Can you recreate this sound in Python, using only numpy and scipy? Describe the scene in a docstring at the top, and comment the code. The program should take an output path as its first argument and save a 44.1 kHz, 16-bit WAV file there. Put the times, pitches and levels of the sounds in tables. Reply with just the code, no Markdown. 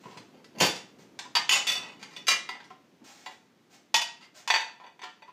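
"""Stacking china in a small kitchen

China plates are lifted out of a dishwasher rack and stacked by hand. Each contact is a clack of
filtered noise plus a ring of decaying sine pairs. Loose dishes chatter in runs of light contacts.
The rack thuds and hands or sleeves brush past, both as shaped noise. Echoes made of random pulses
and fading noise form the hard room, over a low background rumble.
"""
import sys
import numpy as np
from scipy import signal
from scipy.io import wavfile

SR = 44100
rng = np.random.default_rng(int(sys.argv[2]) if len(sys.argv) > 2 else 0)


def waveform_to_disk(signal):
    """Save audio, clipped to [-1, 1], as 16-bit WAV at the path in sys.argv[1]."""
    frames = np.transpose(np.atleast_2d(signal))
    scaled = np.clip(frames, -1, 1) * 32767
    samples = np.round(scaled).astype(np.int16)
    wavfile.write(sys.argv[1], SR, samples)


N = 234719  # length in samples

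# Colour of the house background. Each row: frequency in Hz, level in dB per Hz.
BACKGROUND_COLOUR = [(30, -32), (70, -19), (110, -9), (170, -1), (280, 0), (420, -5), (600, -11),
                     (1200, -15), (2500, -17), (4000, -21), (6500, -24), (9000, -34), (15500, -35)]
# How the background level moves. Each row: time in seconds, level in dB.
BACKGROUND_LEVEL = [(0, -56.5), (1.9, -56), (2.9, -61.5), (5.3, -66)]

# Colour of dry friction. Each row: frequency in Hz, level in dB per Hz.
RUB_COLOUR = [(350, -30), (600, -1.5), (775, 0), (974, -7.5), (1990, -5), (3190, -7.5), (6690, -6),
              (10600, -25.5), (15000, -21.5)]
# A hand or sleeve brushing past the dishes. Each row: start in seconds, length in seconds,
# level in dB, rise in seconds, fade in dB per second.
RUB_STROKES = [(0, 0.18, -66, 0.012, 3), (0.985, 0.041, -62, 0.003, 39.5), (3.038, 0.083, -56, 0.0088, 3.5),
               (3.119, 0.22, -59.5, 0.039, 18.5), (3.692, 0.058, -58.5, 0.048, 2),
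               (4.338, 0.058, -52.5, 0.027, 38)]

# Loose dishes jostling in runs of light ticks. Each row: start in seconds, length in seconds,
# dish name, relative level in dB, brightness in dB per octave.
JOSTLE_RUNS = [(0.036, 0.13, "loose plate", -49, -4), (0.172, 0.025, "loose plate", -42.5, 2),
               (0.337, 0.081, "rack", -55, -4.5), (0.551, 0.053, "rack", -43, -4),
               (1.799, 0.14, "plate", -44.5, -6), (1.994, 0.051, "bowl", -50.5, 0),
               (2.109, 0.06, "bowl", -48.5, 0), (4.21, 0.051, "side plate", -50.5, 1)]
TICKS_PER_S, TICK_FADE_DB_PER_S, TICK_SPREAD_DB = 50, 47.5, -1.5  # uneven ticks that die down
TICK_SOFT_DB, TICK_RISE_S = 3, 0.023  # a jostle starts gently and soon swells
TICK_RING_DB, TICK_CHATTER_S = -7.5, 0.012  # light contacts are loose and ring faintly

# Soft, dull knocks on the rack or on a dish in the hand. Each row: time in seconds, relative level in dB.
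SOFT_KNOCKS = [(0.055, -40), (0.163, -42), (0.566, -43), (0.612, -19.5), (0.986, -49.5), (1.774, -45),
               (2.019, -50), (3.015, -45.5), (3.942, -44.5)]
# Colour of a thud. Each row: frequency in Hz, level in dB per Hz.
THUD_COLOUR = [(40, -34.5), (95, -14.5), (155, -4), (220, -2.5), (330, -6), (600, -12.5), (2000, -31.5),
               (12000, -60.5)]
# Dishes whose clear contacts also shake the rack: a list of dish names.
DISHES_IN_RACK = ("saucer", "plate", "rim", "bowl", "side plate")
RACK_SHARE_DB = -25.5  # added to the listed level of a contact to get the listed level of its thud

# Clear contacts. Each row: time in seconds, dish name, relative level in dB,
# relative ring against clack in dB, brightness in dB per octave, chatter length in seconds.
CLEAR_CONTACTS = [ (0.056, "loose plate", -54, 5, -5, 0.0081), (0.111, "loose plate", -53, -9, 1.5, 0.0091),
                  (0.444, "side plate", -52.5, -9, 3.5, 0.0038), (0.585, "rack", -45, 1, 2, 0.029),
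                  (0.602, "rack", -23, -6, 2.5, 0.008), (0.61, "rack", -17.5, -12.5, 1, 0.0095),
                  (0.62, "rack", -17, -11, 2, 0.022), (0.648, "rack", -25, -5, 3, 0.021),
                  (0.684, "rim", -36, 0, 1, 0.019), (0.759, "side plate", -39.5, -13, 6.5, 0.014),
                  (1.19, "pair", -33, -18.5, -1, 0.0056), (1.252, "loose plate", -48.5, 1, -2.5, 0.0078),
                  (1.352, "saucer", -21.5, -6, 0, 0.0056), (1.364, "saucer", -22.5, -5, -1, 0.0074),
                  (1.493, "plate", -27.5, 3.5, 0.5, 0.0066), (1.511, "plate", -19.5, -2, 0.5, 0.026),
                  (1.554, "plate", -23, -10, -0.5, 0.019), (1.669, "rim", -23.5, -9, 2, 0.011),
                  (1.687, "rim", -27.5, 1.5, -1.5, 0.019), (1.719, "rim", -28.5, -5.5, 1, 0.0077),
                  (1.754, "rim", -34, 1, -3, 0.013), (2.028, "saucer", -39, -12.5, 0, 0.01),
                  (2.164, "rim", -39.5, -4.5, -3, 0.006), (2.269, "bowl", -42, 8.5, 3.5, 0.0093),
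                  (2.282, "bowl", -18, -6.5, 2.5, 0.0079), (2.306, "bowl", -26, 2.5, 0, 0.012),
                  (2.321, "bowl", -30, -4.5, 1, 0.0086), (2.49, "side plate", -35, -3.5, -1, 0.005),
                  (2.551, "stack", -42.5, -13.5, -6.5, 0.0064), (2.603, "saucer", -45, -16.5, -5, 0.01),
                  (2.642, "bowl", -50.5, -20.5, 0, 0.014), (2.703, "deep plate", -47.5, -2.5, -4, 0.009),
                  (3.261, "small plate", -38.5, -4.5, -1.5, 0.013),
                  (3.942, "pair", -18, -4.5, -1.5, 0.0067), (3.957, "pair", -27.5, 0, 0.5, 0.011),
                  (4.016, "pair", -29, -5.5, -1, 0.0049), (4.476, "pair", -31.5, -2, -2, 0.01),
                  (4.502, "stack", -19, -6, -1, 0.0068), (4.54, "stack", -20, -8, -0.5, 0.024),
                  (4.603, "stack", -33.5, -6, -2, 0.017), (4.8, "top plate", -50.5, -1.5, -5.5, 0.017),
                  (4.839, "stack", -46.5, -6, -7, 0.018), (4.864, "stack", -51.5, -2, -4, 0.0077),
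                  (4.993, "stack", -52, -6, -2, 0.0072), (5.017, "stack", -44.5, -4.5, -1, 0.0069),
                  (5.032, "top plate", -36, -6, -2, 0.011), (5.221, "stack", -49.5, -4, -4.5, 0.0054),
                  (5.277, "loose plate", -52, 1.5, -5, .018)]
# Dense, quickly damped modes of each dish, by name. Each row: frequency in Hz, level in dB per Hz.
CLACK_COLOUR = { "rack": [(53, -48), (90, -24), (179, 3), (300, -2.5), (420, -3), (515, 1), (653, -5.5),
                (883, -1), (1190, -10.5), (2770, -8.5), (4080, -15.5), (4640, -12.5), (9240, -29),
                (14200, -51), (15500, -32)], "saucer": [(150, -57), (250, -32.5), (635, -15.5), (929, -5.5),
                (1160, -13.5), (1920, -5.5), (2900, -9.5), (4240, -11.5), (4790, -11), (5220, -25),
                (6210, -12), (13700, -47.5), (15500, -49)], "plate": [(150, -52), (250, -27), (795, -9.5),
                (897, -5.5), (1790, -12.5), (2020, -6), (2950, -12), (3220, -8), (5600, -9.5),
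                (7000, -12.5), (8770, -18), (9230, -47), (15500, -32.5)], "rim": [(150, -50.5), (250, -34),
                (593, -15.5), (1760, -15), (2620, -7.5), (3330, -18.5), (3510, -4), (4100, -12.5),
                (5690, -13.5), (9230, -32.5), (15500, -44.5)], "bowl": [(120, -38), (200, -34), (618, -8.5),
                (769, -13), (1010, -5.5), (1560, -15.5), (2020, -3), (2300, -14.5), (4750, -13),
                (5700, -15), (15500, -45.5)], "pair": [(180, -60), (300, -33.5), (526, -27), (562, -17.5),
                (937, -3), (1240, -13), (1940, -7.5), (2210, -8.5), (2610, -8.5), (3280, -8), (3450, -5),
                (3940, -6.5), (6900, -11.5), (9290, -24.5), (15500, -42.5)], "stack": [(180, -57.5),
                (300, -35), (620, -14), (794, -9), (922, -5.5), (1180, -14), (1780, -8), (2790, -10),
                (3570, -9), (4210, -18.5), (4570, -3), (5050, -24.5), (6150, -16), (8140, -32), (9140, -49),
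                (15500, -54)]}
# The clack shared by the remaining, lightly struck plates. Each row: frequency in Hz, level in dB per Hz.
PLAIN_CLACK_COLOUR = [(150, -61.5), (250, -22.5), (600, -24), (961, -13.5), (1500, -18.5), (2760, -18),
                      (4790, -21), (7000, -30), (15500, -61)]
# Clear ringing modes of each dish, by name. Each row: frequency in Hz, relative level in dB.
RING_MODES = { "rack": [(224, -4), (340, -3), (514, 0), (612, -3), (875, -6), (997, -5), (1898, -7),
              (2141, -6), (2402, -6), (2572, -6), (2715, -4), (2814, -4), (3099, -4), (3137, -3),
              (3494, -6), (4507, -4), (4540, -3), (4660, -1), (5428, -10), (6150, -6), (6831, -5),
              (8214, -19)], "saucer": [(847, -12), (950, -11), (1005, -9), (1079, -12), (1230, -13),
              (1958, -12), (2145, -14), (2550, -11), (2865, -5), (2981, -9), (3305, -12), (3636, -12),
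              (3854, -11), (4638, 1.5), (4945, -6), (5585, -12)], "plate": [(879, -13), (1003, -14),
              (1975, -11), (2036, -8), (2528, -4), (2577, -5), (2710, -1), (2950, -4), (2975, 0),
              (3494, -10), (3622, -8), (4506, -12), (4608, -11), (4759, -14), (5190, -11), (5280, -12),
              (6059, -16), (6779, -11), (6837, -5), (8761, -15)], "rim": [(1003, -20), (1280, -20),
              (1918, -12), (2017, -15), (2560, -7), (2713, -11), (2942, -10), (3500, 2), (3572, -13),
              (4486, -13), (4546, -9), (5588, -9), (6068, -12), (6841, -15), (7872, -17), (8246, -19),
              (8700, -21)], "bowl": [(1091, -13), (1320, -8), (1672, -12), (1802, -11), (1978, -5),
              (2075, -8), (2396, 3), (2803, -3), (2947, -9), (3257, -10), (3587, -13), (3872, -5),
              (4560, -12), (4799, -4), (4908, -9), (5400, -13), (6020, -12), (6356, -9), (7040, -15),
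              (7379, -14), (8192, -20)], "side plate": [(754, -11), (891, -12), (982, -4), (1322, -9),
              (1982, -1), (2098, -2), (2814, -5), (3262, -8), (3518, -11), (3864, -11), (4661, -5),
              (4928, -6), (6110, -15), (6788, -16)], "loose plate": [(991, 0), (1072, -10), (1400, -17),
              (1857, -18), (2579, -13), (3050, -18), (3666, -21), (4800, -19), (6137, -18), (8250, -25)],
              "deep plate": [(750, 0), (1039, 0), (1373, -8), (2000, -13), (2853, -10)],
              "small plate": [(750, -5), (886, -4), (1024, -4), (1958, -2), (2020, -5), (2821, -2),
              (3400, -8), (3860, -4), (4550, -6), (7063, -9)], "top plate": [(732, -6), (900, -4),
              (1000, 0), (1378, -8), (1820, -4), (2369, -4), (3052, -6), (3424, -7), (3746, -9),
              (4650, -10), (6799, -15)], "stack": [(846, -8), (899, -2), (946, -6), (990, -3), (1610, -12),
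              (1791, -3), (1970, -4), (2331, -7), (2453, -4), (2526, -7), (2594, -4), (2922, -9),
              (3424, -7), (3455, -5), (3675, -7), (3747, -5), (4550, -7), (4600, -6), (4690, -10),
              (6020, -12), (6080, -9), (6750, -19), (7917, -14)], "pair": [(868, -10), (945, -1),
              (1902, -7), (2414, -11), (2530, -4.5), (2679, -6), (2954, -6), (2988, -6), (3495, -2),
              (4565, -5), (4988, -3.5), (5110, -9), (5400, -11), (5650, -12), (6054, -7), (6681, -13),
              (6825, -7), (6900, -11), (8203, -22), (8700, -15)]}
# High overtones that all the china shares. Each row: frequency in Hz, relative level in dB.
HIGH_OVERTONES = [(9646, -8), (9792, -1), (9939, -8), (10423, -6), (10804, -9), (11195, -6), (11370, -7),
                  (11793, -6), (12458, -5), (13278, -3), (13750, -6), (14058, -7), (14404, -7), (14975, -6)]
# How each dish rings, by name. 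Each row: time in seconds to fade by 60 dB at 2500 Hz,
# relative level of the overtones against the clear modes in dB.
DISH_RINGING = {"rack": (0.14, -20), "saucer": (.12, -23), "plate": (0.27, -23), "rim": (.3, -21),
                "bowl": (.22, -26), "side plate": (0.21, -30), "pair": (.19, -21), "stack": (.26, -29),
                "loose plate": (.22, -29), "deep plate": (.15, -30), "small plate": (.2, -28),
                "top plate": (.28, -32)}
# Grip and point of contact change the modes from blow to blow.
GRIP_DETUNE, PLACE_SPREAD_DB = 0.0018, 1.1  # share of pitch, dB

# How long the room tail lasts. Each row: frequency in Hz, time in seconds to fade by 60 dB.
ROOM_FADE_TIMES = [(150, 0.34), (500, 0.39), (1500, 0.39), (4000, 0.36), (8000, 0.34), (15000, 0.13)]
TREBLE_EDGE_HZ = 15500


def amp(db):
    """Turns decibels into gain."""
    return 10 ** (np.asarray(db) / 20)


def unit(x):
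    """Scales a sound to energy 1."""
    return x / np.sqrt(np.sum(x ** 2) + 1e-20)


def fade_60db(t, t60):
    """A smooth fade that has lost 60 dB after t60 seconds."""
    return np.exp(-np.log(1000) * t / t60)


def read(points, hz):
    """Reads between the rows of a table, on a log-frequency axis."""
    f, value = np.transpose(points)
    return np.interp(np.log(hz + 1), np.log(f + 1), value)


def add(mix, s, sound):
    """Lays a sound into the mix at time s in seconds."""
    part = mix[max(round(s * SR), 0):][:len(sound)]
    part += sound[:len(part)]


def tilt(hz, tilt_db):
    """Harder contacts lift the treble, softer ones lose it; the pivot is 2500 Hz, flat below 500 Hz."""
    return tilt_db * np.log2(np.maximum(hz, 500) / 2500)


def colour(x, points, tilt_db=0, size=4096):
    """Gives a sound the listed spectrum with a filter that never acts ahead of its input."""
    hz = abs(np.fft.fftfreq(size, 1 / SR))
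    gain_db = np.maximum(read(points, hz), -80) + tilt(hz, tilt_db)
    # the Hilbert transform of the log gain gives the phase that makes the filter causal
    spectrum = np.exp(np.conj(signal.hilbert(np.log(amp(gain_db)))))
    taps = np.fft.ifft(spectrum).real
    return signal.fftconvolve(x, taps[:size // 2])[:len(x)]


def background():
    """Low rumble that follows the stir in the room, and a faint hiss that follows it half as far."""
    noise = unit(colour(rng.standard_normal(N), BACKGROUND_COLOUR)) * np.sqrt(N)
    stir_db = np.interp(np.arange(N) / SR, *np.transpose(BACKGROUND_LEVEL))
    rumble = signal.filtfilt(*signal.butter(2, 900, fs=SR), noise)
    hiss = noise - rumble
    hiss_db = (stir_db + stir_db.min()) / 2
    return rumble * amp(stir_db) + hiss * amp(hiss_db)


def rubs(release=0.029, grain_db=1.0):
    """Each brushing stroke is a fine-grained friction hiss that swells, fades and lifts off."""
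    out = np.zeros(N)
    t = np.arange(SR // 2) / SR
    for start, length, level_db, rise, fade_db_per_s in RUB_STROKES:
        noise = rng.standard_normal(len(t))
        # the level makes a small random step every 64 samples
        steps = np.repeat(rng.standard_normal(len(t)), 64)[:len(t)]
        grains = noise * amp(grain_db * steps)
        hiss = unit(colour(grains, RUB_COLOUR)) * np.sqrt(len(t))
        lift_off = np.exp(-np.maximum(t - length, 0) / release)
        stroke = np.minimum(t / rise, 1) * lift_off
        add(out, start, hiss * stroke * amp(level_db - fade_db_per_s * t))
    return out


def jostles():
    """Each jostle is a run of light contacts at uneven times that swells briefly, then grows weaker."""
    for start, length, dish, level_db, bright_db in JOSTLE_RUNS:
        count = max(round(length * TICKS_PER_S), 1)
        ages = length * (np.arange(count) + rng.random(count) / 2) / count
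        for age in ages - ages[0]:
            swell_db = -TICK_SOFT_DB * np.exp(-age / TICK_RISE_S) - TICK_FADE_DB_PER_S * age
            tick_db = level_db + swell_db + TICK_SPREAD_DB * rng.standard_normal()
            yield start + age, dish, tick_db, TICK_RING_DB, bright_db, TICK_CHATTER_S


def rack(t60=0.15):
    """Soft knocks give a short, low thud; so does the loaded wire rack when a dish in it is struck."""
    out = np.zeros(N)
    t = np.arange(SR // 3) / SR
    shakes = [(s, db + RACK_SHARE_DB) for s, dish, db, *_ in CLEAR_CONTACTS if dish in DISHES_IN_RACK]
    for s, db in SOFT_KNOCKS + shakes:
        push = rng.standard_normal(len(t)) * fade_60db(t, t60)
        add(out, s, amp(db + 21.0) * unit(colour(push, THUD_COLOUR)))
    return out


def modes(table, t60, bright_db, contacts, split=0.006, twin=0.84, damping_slope=0.23,
          held_hz=950, hold=0.33):
    """Contacts ring each mode as a close pair that beats; high modes die sooner, held low ones too."""
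    t = np.arange(SR // 3) / SR
    hz, db = np.transpose(table)[:, :, None]
    place, gap, side, grip = rng.standard_normal((len(table), 4)).T[:, :, None]
    turn = 2 * np.pi * hz * (1 + GRIP_DETUNE * grip) * t
    lower = np.sin(turn * (1 - split * gap / 2))
    upper = np.sin(turn * (1 + split * gap / 2))  # gap may be negative, which swaps the two
    pair = np.sign(side) * (lower + twin * upper)
    # the hold damps the lowest bending mode, near held_hz
    held = min(hold, .9) * np.exp(-(2 * np.log2(hz / held_hz)) ** 2)
    life = t60 * (2500 / hz) ** damping_slope * (1 - held)
    hits = np.trim_zeros(contacts)[None]
    rings = signal.fftconvolve(fade_60db(t, life) * pair, hits, axes=1)[:, :len(t)]
    rings = rings / np.linalg.norm(rings, axis=1, keepdims=True)
    mode_db = db + PLACE_SPREAD_DB * place + tilt(hz, bright_db)
    return unit(np.sum(amp(mode_db) * rings, 0))


def blow(dish, level_db, ring_db, bright_db, chatter, clack_t60=0.045, crack=1.3,
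         rebound_db=-8, slide_db_per_s=280, count=5):
    """A first contact and a few rebounds, stronger in a long slide, excite a dish's clack and ring."""
    t = np.arange(SR // 3) / SR
    delays = max(chatter, .001) * (np.arange(count) + rng.random(count)) / count
    places = np.minimum(delays * SR, len(t) - 1).astype(int)
    contacts = np.zeros(len(t))
    contacts[places] = amp(rebound_db + slide_db_per_s * chatter + 2.5 * rng.standard_normal(count))
    contacts[0] = 1

    def dying(t60):
        """Every contact adds energy, which then leaks away."""
        energy_kept = np.exp(-2 * np.log(1000) / (t60 * SR))  # share kept from sample to sample
        return np.sqrt(signal.lfilter([1], [1, -energy_kept], contacts ** 2))

    envelope = dying(clack_t60) + crack * dying(0.0023)
    clack_points = CLACK_COLOUR.get(dish, PLAIN_CLACK_COLOUR)
    clack = colour(rng.standard_normal(len(t)) * envelope, clack_points, bright_db)
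    # the top treble lives mostly in separate overtones: rows of Hz, dB
    clack = colour(clack, [(7000, 1.0), (9500, 0.29)])

    t60, overtones_db = DISH_RINGING[dish]
    clear = modes(RING_MODES[dish], t60, bright_db, contacts)
    overtones = modes(HIGH_OVERTONES, t60, 0, contacts)
    ring = clear + amp(overtones_db + 2 * bright_db) * overtones
    # a dish radiates little below its lowest mode
    baffle = signal.butter(2, RING_MODES[dish][0][0] / 2, "high", fs=SR)
    ring = signal.lfilter(*baffle, ring)
    return amp(level_db + 22.5) * np.array([unit(clack), amp(ring_db + 9.5) * unit(ring)])


def dishes():
    """All clear and jostling contacts, as a clack track and a ring track."""
    clacks, rings = np.zeros((2, N))
    for contacts in (CLEAR_CONTACTS, jostles()):
        for s, *contact in contacts:
            clack, ring = blow(*contact)
            add(clacks, s, clack)
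            add(rings, s, ring)
    return clacks, rings


def kitchen(x, early_db=-4, late_db=-2, early_t60=0.021, build=0.0032):
    """Close cupboards throw back a quick cluster of echoes; the room follows with a diffuse tail."""
    t = np.arange(SR * 3 // 4) / SR
    # about 1500 random echoes per second, none in the first 2 ms
    early = rng.standard_normal(len(t)) * (rng.random(len(t)) < 1500 / SR) * (t > .002)
    early = early * fade_60db(t, early_t60)
    # noise whose bands fade at their own pace
    hz, age, bands = signal.stft(rng.standard_normal(len(t)), SR, nperseg=256)
    fading = bands * fade_60db(age, read(ROOM_FADE_TIMES, hz)[:, None])
    late = signal.istft(fading, SR, nperseg=256)[1][:len(t)]
    late = late * (1 - np.exp(-t / build))
    echoes = amp(early_db) * unit(early) + amp(late_db) * unit(late)
    return signal.fftconvolve(x, echoes)[:N]


def scene(ring_room_db=-7):
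    """Clacks, thuds and rubs fill the kitchen; the ring of the nearby dishes arrives mostly direct."""
    clacks, rings = dishes()
    knocks = clacks + rack() + rubs()
    room = kitchen(knocks + amp(ring_room_db) * rings)
    return (knocks + rings + room + background())[None]


def record(dry, bass_cut_hz=85):
    """A small microphone loses the deep bass and the highest treble."""
    bass_cut = signal.butter(2, bass_cut_hz, "high", fs=SR, output="sos")
    thin = signal.sosfilt(bass_cut, dry)
    treble_cut = signal.firwin(511, TREBLE_EDGE_HZ, window=("kaiser", 9), fs=SR)
    return signal.oaconvolve(thin, treble_cut[None], "same")


dry = scene()
out = record(dry)
waveform_to_disk(out)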